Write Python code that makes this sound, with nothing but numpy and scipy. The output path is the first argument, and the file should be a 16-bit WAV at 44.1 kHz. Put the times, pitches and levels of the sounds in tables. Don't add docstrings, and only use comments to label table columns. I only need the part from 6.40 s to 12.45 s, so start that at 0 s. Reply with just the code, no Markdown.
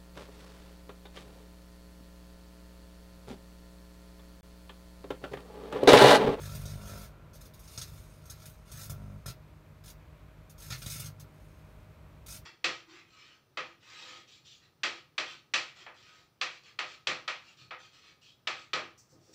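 import sys
import numpy as np
from scipy import signal
from scipy.fft import rfft, irfft, next_fast_len
from scipy.io import wavfile
from scipy.ndimage import uniform_filter1d

SR = 44100
rng = np.random.default_rng(int(sys.argv[2]) if len(sys.argv) > 2 else 0)


def output_pcm(signal):
    pcm = np.clip(np.atleast_2d(signal).T, -1, 1) * 32767
    wavfile.write(sys.argv[1], SR, np.round(pcm).astype(np.int16))


def gain_from_db(level_db):
    decades = np.asarray(level_db, float) / 20
    return 10 ** decades


N = 266849
T = np.arange(N) / SR

MAINS_HZ, FIRES_AT = 49.92, .55
AIR_DB, AIR_SWELL_DB, MIC_HISS_DB = -62, .6, -74.5
RUMBLE_DB, LUMPY_DB = -55, 0.8
TICK_LOW_DB, TICK_THUMP_DB = -10.5, -3
RUN_LOW_DB, RUN_ENDS_DB = -7.5, -5
DULLS, QUIET_DB = 0.4, -54.5
CRACK_DB = -3
EDGE_HZ = 15790

# mains multiple, early level/dB, late level/dB
HUM_LINES = [(1, -66, -63), (2, -65, -62), (3, -66, -63), (4, -69, -71), (6, -77, -74), (8, -87, -85)]
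# start t/s, end t/s
SETTLES_S = (2.2, 3.1)
# f/Hz, level/dB
FAN_TONES = [(157.07, -63), (314.1, -108), (628.4, -72.5), (942.6, -79.5), (1256.7, -86)]
# f/Hz, level/dB
AIR_COLOUR = [(140, -9), (230, -3), (291, -4.5), (378, -6), (592, -6), (615, -3), (671, -9.5), (938, -11.5),
              (1010, -8.5), (1600, -13.5), (1770, -16), (2520, -15.5), (2800, -21.5), (4500, -30),
              (5850, -61), (9900, -120)]
# f/Hz, level/dB
MIC_HISS_COLOUR = [(1760, -33), (3000, -5), (4100, -5.5), (4880, -7.5), (8440, -11.5), (10300, -14),
                   (13000, -9.5), (15800, -15)]
# f/Hz, level/dB
CASE_COLOUR = [(20, -30), (34, -14), (46, 0), (56, -5), (66, -1), (85, -9), (125, -11), (175, -21),
               (280, -45), (600, -110)]
# t/s, level/dB
BUZZ = [
    [(0.0, -43.5), (0.032, -42), (0.22, -42), (0.314, -42), (0.36, -40)],
    [(0.37, -51), (0.426, -50.5), (0.548, -48.5), (0.642, -59.5), (0.696, -61), (0.962, -64), (1.0, -90)],
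    [(1.33, -76), (1.376, -58), (1.442, -49.5), (1.602, -54), (1.704, -76), (1.744, -61), (2.062, -57.5),
     (2.1, -62)],
    [(2.28, -57), (2.318, -53), (2.436, -61), (2.514, -40), (2.56, -46.5)],
    [(2.57, -46.5), (2.758, -46.5), (2.83, -69), (2.85, -58)],
    [(2.855, -55.5), (2.885, -49.5), (2.92, -65), (2.95, -77)],
    [(4.25, -51.5), (4.324, -54), (4.392, -81), (4.466, -45), (4.51, -52), (4.666, -44), (4.742, -57),
     (4.85, -56)],
]
# door/dB, walls/dB, roof/dB, case/dB
PART_PULL = [(-6.5, -10.5, -20, -7), (3, 0, 1, 1), (-8.5, -11.5, -12, -1), (-8, -14, -8, -5.5),
             (1.1, -10.5, -12, -18), (-15, -4.5, 8.5, -20), (-16, -18, -11, -13)]
# t/s, unevenness 0-1
UNSTEADY = [(0, .65), (.7, .65), (1, 1), (2.5, 1), (2.56, .25), (2.84, .25), (2.9, 1), (6.1, 1)]
# f/Hz, width/Hz, level/dB
PANEL_MODES = [(49.8, 30, -30), (102.4, 30, 1), (145.8, 37, 9)]
# f/Hz, width/Hz, level/dB
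DOOR_MODES = [(199, 25.6, 4.5), (243, 16, -13)]
# f/Hz, width/Hz, level/dB
WALL_MODES = [(432, 19, -0.5), (562, 19, 0.5), (617.5, 26, 3.5), (689, 34, 3.5), (817, 110, 0),
              (958, 44, 5.5), (1058, 10, -2)]
# f/Hz, width/Hz, level/dB
ROOF_MODES = [(1340, 50, -18), (1371, 30, 10.5), (1472, 12, -2.5)]
# f/Hz, width/Hz, level/dB
THUMP_MODES = [(128, 8, 5), (166.4, 20, 0.5), (202, 18, -1.5)]
# t/s, sizzle level/dB
BURN = [
    [(0.0, -54.5), (0.15, -57.5), (0.324, -57), (0.372, -66), (0.488, -54.5), (0.648, -59.5), (0.72, -85)],
    [(0.93, -82), (1.06, -65.5), (1.124, -87), (1.176, -70.5), (1.282, -63.5), (1.35, -59.5), (1.552, -65),
     (1.828, -75.5)],
    [(1.83, -70.5), (1.92, -64), (1.97, -65), (2.072, -64), (2.245, -82)],
    [(2.25, -73), (2.33, -57.5), (2.5, -67), (2.612, -75.5), (2.84, -83)],
    [(4.17, -80), (4.202, -64), (4.326, -58), (4.392, -64), (4.516, -50), (4.67, -57.5), (4.75, -100)],
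    [(4.76, -84.5), (4.9, -88), (4.99, -79.5), (5.086, -81), (5.366, -84), (5.5, -97)],
]
# near 1.3 kHz/dB, near 2.5 kHz/dB, above 7.5 kHz/dB
BURN_COLOUR = [(1.5, 2.7, 3), (-9, 1, 4), (2.5, 1.3333, 2.5), (2, 1.9, 3), (-4.5, 2.5, 6.5), (-8, 1.1, 5.5)]
# t/s, peak level/dB, below 3 kHz against it/dB, above 7.5 kHz against it/dB, thump level/dB
SNAPS = [(0.1484, -55.5, -2, 6.5, -41), (0.2548, -49, -12, -5, -49), (1.3756, -40.5, -10.5, -4.5, -41),
         (1.4133, -41.5, -11.5, -2.5, -62), (1.8978, -49.5, -26, 1.5, -51.5),
         (2.0552, -55.5, -3.5, 2.5, -51.5), (2.3156, -55.5, -8, 3, -46.5), (2.4962, -52.5, -5, 7.5, -40.5),
         (2.8587, -47, -9.5, 1.5, -40), (2.8799, -44.5, -10.5, -3.5, -39), (2.8991, -56.5, 1, 0, -51),
         (4.303, -45.5, -1.5, -4, -41), (4.3202, -42.5, -2, -6, -40.5), (4.3416, -48.5, -1.5, -9, -46),
         (4.418, -48.5, -2.5, -3, -45), (4.4612, -43, -8, -2, -38.5), (4.4993, -45, -16, -4, -60),
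         (4.5557, -48.5, -9, -4, -43.5), (4.595, -47.5, -8, 5, -44), (4.62, -57, 2.5, -12, -52),
         (4.6574, -47.5, -8.5, -7, -51)]
# t/s, peak level/dB, above 7.5 kHz against it/dB
TICKS = [(0.054, -51, -5), (0.9326, -62, -2.5), (0.9506, -60, -1.5), (1.0086, -58, 0), (1.0517, -63, -1),
         (1.136, -60.5, -1.5), (1.1922, -67, 3), (1.276, -57, -8), (1.3186, -65, -4), (1.8547, -63, 0.2),
         (2.0194, -59.5, -10), (2.0936, -73, 6), (4.0962, -63.5, 2), (4.521, -57, -5), (4.7973, -57, 0)]
# start t/s, length t/s, peak level/dB, above 7.5 kHz against it/dB, thump level/dB
RUNS = [
    (0.28, 0.021, -50, -6, -67),
    (0.4086, 0.047, -71, -6, -47),
    (0.5707, 0.072, -63, 2, -40.5),
    (2.275, .025, -65, -14, -61),
    (2.3707, .085, -52.5, 3.2, -47),
    (3.4378, .079, -55, -1.5, -55.5),
    (4.1797, .085, -56.5, 0, -58),
    (5.8624, 0.11, -50.5, 1.7, -48.5),
]
BANDS_HZ = [900, 1750, 3300, 7400, 10400, 17500]
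# f/Hz, level/dB
ARC_COLOUR = [(700, 1), (1000, -11.5), (1350, 0.5), (1680, -2.5), (2100, -3), (3100, -3.5), (3550, -2),
              (4200, 3), (6400, 2.5), (7560, -7.5), (9360, -3.5), (10500, -9.5), (12700, -7.5),
              (15200, -12)]
# f/Hz, width/Hz, level/dB
CAVITY_MODES = [(1350, 44, 8.5), (2490, 47, 4), (3660, 196, 17), (4300, 350, -7), (5220, 140, 9.5),
                (6440, 75, 8.5), (9900, 200, -8.5)]
# f/Hz, t/s
CAVITY_T60 = [(1000, 0.12), (4000, 0.13), (9000, 0.075), (15000, 0.14)]


def evened(x):
    return x / np.sqrt(np.mean(x ** 2) + 1e-20)


def read(points, hz):
    f, value = np.transpose(points)
    return np.interp(np.log(hz + 1), np.log(f + 1), value)


def coloured(x, points):
    n = next_fast_len(len(x))
    gain = gain_from_db(read(points, np.fft.rfftfreq(n, 1 / SR)))
    return irfft(rfft(x, n) * gain, n)[:len(x)]


def drift(top_hz):
    t = T[::256]
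    rates = np.geomspace(.2, top_hz, num=16)
    slow = sum(np.sin(2 * np.pi * (f * t + rng.random())) / np.sqrt(f) for f in rates)
    return np.interp(T, t, evened(slow))


def filtered(x, order, hz, kind):
    return signal.sosfilt(signal.butter(order, hz, kind, fs=SR, output="sos"), x)


def spells(tables, offsets):
    rows = []
    for table, offset in zip(tables, offsets):
        rows += [(s, db, *(db + np.array(offset))) for s, db in table]
    rows = np.array(rows)
    sounding = sum((T >= r[0][0]) & (T <= r[-1][0]) for r in tables) > 0
    mute_db = np.where(sounding, 0, -100)
    return [np.interp(T, rows[:, 0], column) + mute_db for column in rows.T[1:]]


def clicks(s, size):
    x = np.zeros(N)
    np.add.at(x, np.clip(np.round(s * SR).astype(int), 0, N - 1), size)
    return x


def ring(modes):
    t = T[:SR // 4]
    return sum(gain_from_db(db) * np.exp(-np.pi * width * t) * np.sin(2 * np.pi * hz * t) for hz, width, db in modes)


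def struck(blows, modes, soft_s):
    soft = signal.windows.hann(round(soft_s * SR))
    return signal.oaconvolve(blows, np.convolve(ring(modes), soft / soft.sum()))[:N]


def hum():
    levels = [(k, np.interp(T, SETTLES_S, db) + 0.65 * drift(1.9)) for k, *db in HUM_LINES]
    out = np.zeros(N)
    for k, db in levels:
        out += gain_from_db(db) * np.sin(2 * np.pi * (k * MAINS_HZ * T + rng.random()))
    speed = np.cumsum(1 + 0.00023 * drift(1.35)) / SR
    for hz, db in FAN_TONES:
        out += gain_from_db(db + 0.31 * drift(2.2)) * np.sin(2 * np.pi * (hz * speed + rng.random()))
    return np.sqrt(2) * out


def fan_air(rumble_db=-1):
    air = evened(coloured(rng.standard_normal(N), AIR_COLOUR))
    mic_hiss = evened(coloured(rng.standard_normal(N), MIC_HISS_COLOUR))
    rumble = coloured(rng.standard_normal(N), CASE_COLOUR)
    rumble = rumble / np.sqrt(abs(uniform_filter1d(rumble ** 2, SR // 4)))
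    shaken_db = spells(BUZZ, PART_PULL)[-1]
    swell = np.hypot(gain_from_db(RUMBLE_DB + LUMPY_DB * drift(8.3)), gain_from_db(shaken_db))
    moving_air = gain_from_db(AIR_DB + AIR_SWELL_DB * drift(3.04)) * air
    return moving_air + gain_from_db(MIC_HISS_DB) * mic_hiss + gain_from_db(rumble_db) * swell * rumble


def sparks():
    rows = list(SNAPS)
    rows += [(s, db, TICK_LOW_DB, high, db + TICK_THUMP_DB) for s, db, high in TICKS]
    for start, length, db, high, thump in RUNS:
        s = np.arange(0, length, 1 / MAINS_HZ)
        shape = RUN_ENDS_DB * (2 * s / length - 1) ** 2
        rows += [(start + a, db + b, RUN_LOW_DB, high, thump + b) for a, b in zip(s, shape)]
    return np.transpose(rows)


def box(thump_db=-2, knock_db=-16, roof_db=-20, buzz_db=(0, 0, -3, -3), late_s=(.0006, .0004, .0003, .0003)):
    s, *_, db = sparks()
    cycles = np.arange(-1, 303)
    at = np.clip((cycles + FIRES_AT + 0.1584) / MAINS_HZ, 0, T[-1])
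    chance = rng.standard_normal((len(cycles), 8))
    chance *= np.interp(at, *np.transpose(UNSTEADY))[:, None]
    levels = spells(BUZZ, PART_PULL)
    pulls = []
    for k in range(4):
        size = gain_from_db(levels[k][(at * SR).astype(int)] + buzz_db[k])
        pulls.append(clicks(at + late_s[k] * chance[:, k + 4], size * gain_from_db(2.5 * chance[:, k])))
    panels, door, walls, roof = pulls
    panels = panels + 0.26 * np.roll(panels, round(0.0079 * SR))

    thump = struck(clicks(s, gain_from_db(db + thump_db)), THUMP_MODES, 0.0053)
    low = struck(panels, PANEL_MODES, 0.0057) + struck(door, DOOR_MODES, 0.0039) + thump
    rattle = struck(walls + clicks(s, gain_from_db(db + knock_db)), WALL_MODES, 0.0013)
    ping = struck(roof + clicks(s, gain_from_db(db + roof_db)), ROOF_MODES, 0.00086)
    return low + filtered(rattle, 4, 370, "highpass") + filtered(ping, 4, 1100, "highpass")


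def cavity(x, direct=0.11):
    out, t = direct * x, T[:SR // 4]
    for k in range(7):
        hz, s, z = signal.stft(rng.standard_normal(len(t)), SR, nperseg=128)
        fade = gain_from_db(-60 * s / read(CAVITY_T60, hz)[:, None])
        echoes = signal.istft(z * fade, SR, nperseg=128)[1][:len(t)]
        modes = ring(np.array(CAVITY_MODES) * [1 + .003 * (k - 3), 1, 1])
        tail = echoes / np.linalg.norm(echoes) + gain_from_db(-12) * modes / np.linalg.norm(modes)
        away = (15 * T - k + 3.5) % 7 - 3.5
        here = np.cos(np.pi / 2 * np.clip(away, -1, 1))
        out = out + signal.oaconvolve(x * here, tail)[:N]
    return out


def arcs(spark_s=0.0059, spark_db=3, flutter_db=1.5, top_db=0.5, deep_db=-5):
    s, db, low, high, _ = sparks()
    burn_db, burn_deep, burn_low, burn_high = spells(BURN, BURN_COLOUR)
    turns = MAINS_HZ * T - FIRES_AT
    cycle_db = flutter_db * rng.standard_normal(400)[np.floor(turns).astype(int) + 1]
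    firing = np.where(turns % 1 < .45, 1, .6) * gain_from_db(cycle_db)
    burst = np.exp(-T[:1500] / spark_s)
    top = high + top_db - DULLS * (db - QUIET_DB)
    spark_bands = (low + deep_db, low, 0, high, top)
    burn_bands = (burn_deep - 6, burn_low - 6, burn_db, burn_high - 3, burn_high - 3)
    hiss = np.zeros(N)
    for k, (spark, burn) in enumerate(zip(spark_bands, burn_bands)):
        power = abs(signal.oaconvolve(clicks(s, gain_from_db(2 * (db + spark + spark_db))), burst)[:N])
        power = power + (gain_from_db(burn) * firing) ** 2
        noise = coloured(rng.standard_normal(N), ARC_COLOUR)
        hiss += evened(filtered(noise, 2, BANDS_HZ[k:k + 2], "bandpass")) * np.sqrt(power)
    front = filtered(clicks(s, gain_from_db(db + high + CRACK_DB)), 2, 2500, "highpass")
    return cavity(hiss) + front


def scene():
    return (arcs() + box() + hum() + fan_air())[None]


def low_pass(x):
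    return signal.sosfilt(signal.butter(12, 16730, fs=SR, output="sos"), x)


def record(dry):
    edge = signal.firwin(1001, EDGE_HZ, window=("kaiser", 8), fs=SR)[None]
    mix = signal.oaconvolve(filtered(dry, 4, 36, "highpass"), edge, "same")
    return low_pass(mix)


dry = scene()
out = record(dry)
output_pcm(out)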